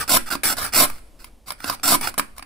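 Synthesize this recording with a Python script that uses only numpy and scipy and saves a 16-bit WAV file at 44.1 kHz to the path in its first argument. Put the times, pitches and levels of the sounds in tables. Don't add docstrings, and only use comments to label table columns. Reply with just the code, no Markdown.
import sys
import numpy as np
from scipy import signal
from scipy.fft import rfft, irfft
from scipy.io import wavfile
from scipy.ndimage import uniform_filter1d

SR = 44100
rng = np.random.default_rng(int(sys.argv[2]) if len(sys.argv) > 2 else 0)


def bounce(signal):
    frames = np.transpose(np.atleast_2d(signal))
    limited = np.clip(frames, -1, 1)
    pcm = np.round(limited * 32767).astype(np.int16)
    wavfile.write(sys.argv[1], SR, pcm)


N = 108045

# frequency_hz, gain_db
CHIP_SPECTRUM = [(100, -2), (300, -2), (450, -3), (800, -1), (2400, -8), (3100, -5.5), (4500, 0.5),
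                 (5600, -6.5), (6500, -10.5), (8000, -3.5), (10500, -1.5), (13500, -5.5), (16000, -3.5)]
# start_s, crest_s, end_s, start_db, crest_db, end_db, top_tooth_rate_hz
PUSH_STROKES = [(.092, .158, .172, -21, -14, -15, 2900), (.433, .46, .533, -20, -20, -28, 1500),
                (.744, .808, .852, -22, -13, -20, 2200), (1.831, 1.925, 1.955, -26, -15, -19, 1700),
                (2.179, 2.186, 2.198, -23, -22, -29, 1800)]
def pushes():
    force, whine, progress = strokes(PUSH_STROKES, grit=0.8, jitter=.2)
    stall = (1 + np.tanh((progress - 0.74) / 0.14)) / 2
    rasp = undb(-0.5) * unit(minimum_phase(curve(CHIP_SPECTRUM))) + undb(-6) * blade_response()
    judder = through(force * undb(6 * stall), sheet_response())
    return through(force, rasp) + undb(-7.5) * judder + undb(-17) * stall * whine


# frequency_hz, gain_db
SKATE_SPECTRUM = [(100, 6), (250, -1.5), (420, -1.5), (750, 1), (1450, 1), (2400, -2.5), (3200, -8.5),
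                  (4700, 0), (6500, -11.5), (9500, -3), (12000, -8.5), (16000, -5.5)]
# start_s, crest_s, end_s, start_db, crest_db, end_db, top_tooth_rate_hz
SKIM_STROKES = [(-.04, .012, 0.039, -25, -24, -31.5, 1592), (.077, .086, .093, -22.5, -33, -34, 2387),
                (.259, .275, 0.29, -37, -39, -34.5, 1600), (.302, .328, 0.36, -29, -23.5, -35.5, 1552),
                (.567, .648, 0.69, -31, -24, -37, 1700), (.722, .735, 0.79, -38, -27.5, -27.5, 2405),
                (.86, .91, .99, -37, -48, -54, 1200), (1.19, 1.22, 1.28, -52.5, -51.5, -55.5, 2400),
                (1.459, 1.485, 1.526, -53, -34.5, -42.5, 2200), (1.58, 1.685, 1.748, -58, -29, -33.5, 1606),
                (2.01, 2.05, 2.096, -29.5, -27, -30, 1001), (2.362, 2.38, 2.384, -53, -43, -53, 1503)]
def skims():
    force, whine, _ = strokes(SKIM_STROKES, grit=1, jitter=.13)
    skate = undb(-0.5) * unit(minimum_phase(curve(SKATE_SPECTRUM)))
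    colour = skate + undb(-16.5) * sheet_response() + undb(-17) * blade_response()
    return through(force, colour) + through(whine, resonance(pitch_hz=1440, width_hz=390, gain_db=-6.5))


# frequency_hz, gain_db
KNOCK_SPECTRUM = [(100, -19), (250, -2), (420, -7.5), (750, 3), (1400, -1), (2400, -1), (3200, -12),
                  (4700, -1.5), (6500, -15), (9500, 0.5), (13000, -11.5), (16000, -3)]
# start_s, relative_level_db, treble_over_middle_db
SNAGS = [(0.093, -18.5, 8.5), (0.168, -4.5, -16), (0.323, -15, -12), (0.353, -10.5, -23), (.434, -6, -23),
         (0.525, -21, -9), (.584, -14.5, -1.5), (0.736, -15.5, 4), (.746, -14.5, 0), (.899, -21.5, 2),
         (1.244, -30, 5.5), (1.505, -12, -4), (1.52, -21.5, 3.5), (1.603, -22.5, -7), (1.643, -10, -11),
         (1.698, -10, 3), (1.714, -21.5, -23), (1.797, -30.5, -16), (1.922, -11.5, -4), (1.935, -9, -5),
         (1.946, -13, -3), (2.011, -16, 3), (2.073, -12, -1), (2.141, -23, -5), (2.179, -11.5, 2.5),
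         (2.195, -4, -1.5), (2.381, -26.5, 6.5), (2.394, -22.5, -7), (2.425, -19, -26)]
def knocks(decay_s=0.0019, crossover_hz=2270):
    t = np.arange(N) / SR
    noise, middle, treble = rng.standard_normal(N), np.zeros(N), np.zeros(N)
    for start_s, level_db, treble_db in SNAGS:
        crack = noise * (t >= start_s) * np.exp(-np.abs(t - start_s) / decay_s) * undb(level_db - 2.5)
        middle += crack
        treble += crack * undb(treble_db)
    colour = unit(minimum_phase(curve(KNOCK_SPECTRUM)))
    lowpass = 1 / (1 + 1j * bins() / crossover_hz)
    body = through(middle, colour * lowpass + undb(-11) * sheet_response())
    return body + through(treble, colour * (1 - lowpass))


def strokes(table, grit, jitter, attack_s=0.0017, release_s=.004):
    t = np.arange(N) / SR
    fastest_at, end_speed = .3, .5
    envelope, progress, rate_hz = np.zeros(N), np.zeros(N), np.full(N, SR / 40)
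    for start, crest, end, start_db, crest_db, end_db, top_hz in table:
        gate = np.clip((t - start) / attack_s, 0, 1) * np.exp(-np.maximum(t - end, 0) / release_s)
        envelope += gate * undb(np.interp(t, [start, crest, end], [start_db, crest_db, end_db]))
        along = np.clip((t - start) / (end - start), 0, 1)
        speed = 1 - (1 - end_speed) * np.abs((along - fastest_at) / (1 - fastest_at)) ** 3
        progress = np.where(t >= start, along, progress)
        rate_hz = np.where(t >= start, top_hz * speed, rate_hz)
    contact = teeth(rate_hz, grit, jitter)
    catching = unit(undb(1.2 * wander(hz=260)))
    force, whine = envelope * contact * catching
    return force, whine, progress


def teeth(rate_hz, grit, jitter, scatter_db=2.5):
    passed = np.cumsum(rate_hz * np.exp(jitter * wander(hz=900)) / SR)
    tooth = passed.astype(int)
    size = undb(scatter_db * rng.standard_normal(N))[tooth]
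    clicks = np.diff(tooth, prepend=0) * np.sqrt(SR / rate_hz) - np.sqrt(rate_hz / SR)
    crumbs = unit(np.exp(-(passed % 1) / 0.55) * rng.standard_normal(N))
    force = unit(size * (clicks + grit * crumbs))
    whine = unit(size * np.sin(2 * np.pi * passed))
    return np.array([force, whine])


# pitch_hz, width_hz, gain_db
SHEET_MODES = [(230, 45, -5), (285, 68, 1), (597, 100, -3.5), (722, 88, 2), (1022, 67, -5.5),
               (1305, 90, -3.5), (1400, 85, -22.5), (2187, 270, -6)]
def sheet_response():
    return unit(sum(resonance(*mode) for mode in SHEET_MODES))


# pitch_hz, width_hz, gain_db
BLADE_MODES = [(4740, 250, -31.5), (5440, 220, 3), (7740, 380, 0.5), (9040, 190, 6), (10060, 160, 2),
               (11540, 260, -2.5), (12880, 160, 0), (13570, 400, -0.5)]
def blade_response():
    return unit(sum(resonance(*mode) for mode in BLADE_MODES))


# frequency_hz, gain_db
WALL_SPECTRUM = [(100, -1.5), (250, -0.5), (800, -9.5), (2000, -5.5), (6500, -12), (10000, -7.5),
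                 (16000, -21.5)]
# frequency_hz, left_over_right_db
STEREO_BALANCE = [(60, -3), (200, -5.5), (320, 0.5), (750, -2), (1400, -6), (2200, -0.5), (3500, 0),
                  (4800, -5.5), (7000, -2.5), (9000, -2.5), (11000, 3), (14000, 1)]
def yard(sound, early_t60_s=0.16, late_t60_s=0.66, wall_delay_s=.005, right_lag_s=.00002):
    t = np.arange(N) / SR
    direct = np.exp(1j * np.pi * bins() * right_lag_s * np.array([[1], [-1]]))
    fade = undb(-60 * t / early_t60_s) + undb(-21 - 60 * t / late_t60_s)
    walls = reflections(fade * (t > wall_delay_s)) * minimum_phase(curve(WALL_SPECTRUM))
    arriving = through(sound, direct + walls) + undb(1.5) * slab_scatter(sound)
    balance = curve(STEREO_BALANCE) ** np.array([[.5], [-.5]])
    return through(arriving, balance * undb(-1.5))


def slab_scatter(sound, decay_s=0.0033, highpass_hz=910, motion_hz=4.5):
    t = np.arange(N) / SR
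    turn = 2 * np.pi * motion_hz * t
    highpass = 1 / (1 + highpass_hz / (1j * bins()))
    return sum(through(sound * share, reflections(np.exp(-t / decay_s)) * highpass)
               for share in (np.cos(turn), np.sin(turn)))


def reflections(envelope):
    return unit(rfft(rng.standard_normal((2, N)) * envelope, 2 * N))


# frequency_hz, gain_db
AIR_SPECTRUM = [(20, 0), (45, -3), (90, -13), (150, -24), (240, -17), (420, -26), (560, -23.5), (1000, -31),
                (1500, -39), (3000, -39), (7000, -43), (10000, -40.5), (16000, -50)]
def air(level_db=-47.5, stereo_width=.22):
    mid, side = (unit(through(rng.standard_normal(N), curve(AIR_SPECTRUM))) for _ in range(2))
    return undb(level_db + 1.7 * wander(hz=5.2)) * (mid + stereo_width * side * np.array([[1], [-1]]))


def undb(db):
    return 10 ** (np.asarray(db) / 20)


def unit(x):
    return x / np.sqrt(np.mean(np.abs(x) ** 2))


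def bins():
    return np.maximum(np.arange(N + 1) * SR / (2 * N), 1)


def curve(points):
    hz, db = np.array(points, float).T
    return undb(np.interp(np.log(bins()), np.log(hz), db))


def minimum_phase(gain):
    cepstrum = irfft(np.log(gain))
    return np.exp(rfft(np.r_[cepstrum[0], 2 * cepstrum[1:N]], 2 * N))


def resonance(pitch_hz, width_hz, gain_db):
    f = bins()
    return undb(gain_db) / (1 + 1j * pitch_hz / width_hz * (f / pitch_hz - pitch_hz / f))


def through(x, response):
    return irfft(rfft(x, 2 * N) * response)[..., :N]


def wander(hz):
    hold = max(int(SR / hz), 1)
    steps = np.repeat(rng.standard_normal(N // hold + 1), hold)
    return unit(uniform_filter1d(steps, hold)[:N])


def scene():
    return yard(pushes() + skims() + knocks()) + air()


def record(dry):
    swing_band = signal.butter(1, [2.5, 6.87], "bandpass", fs=SR, output="sos")
    swing = signal.sosfilt(swing_band, np.mean(dry ** 2, axis=0))
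    clipped = np.clip(dry - undb(1.5) * swing, -1, 1)
    lowpass = signal.ellip(10, .2, 70, 15550, fs=SR, output="sos")
    return signal.sosfilt(lowpass, clipped)


dry = scene()
out = record(dry)
bounce(out)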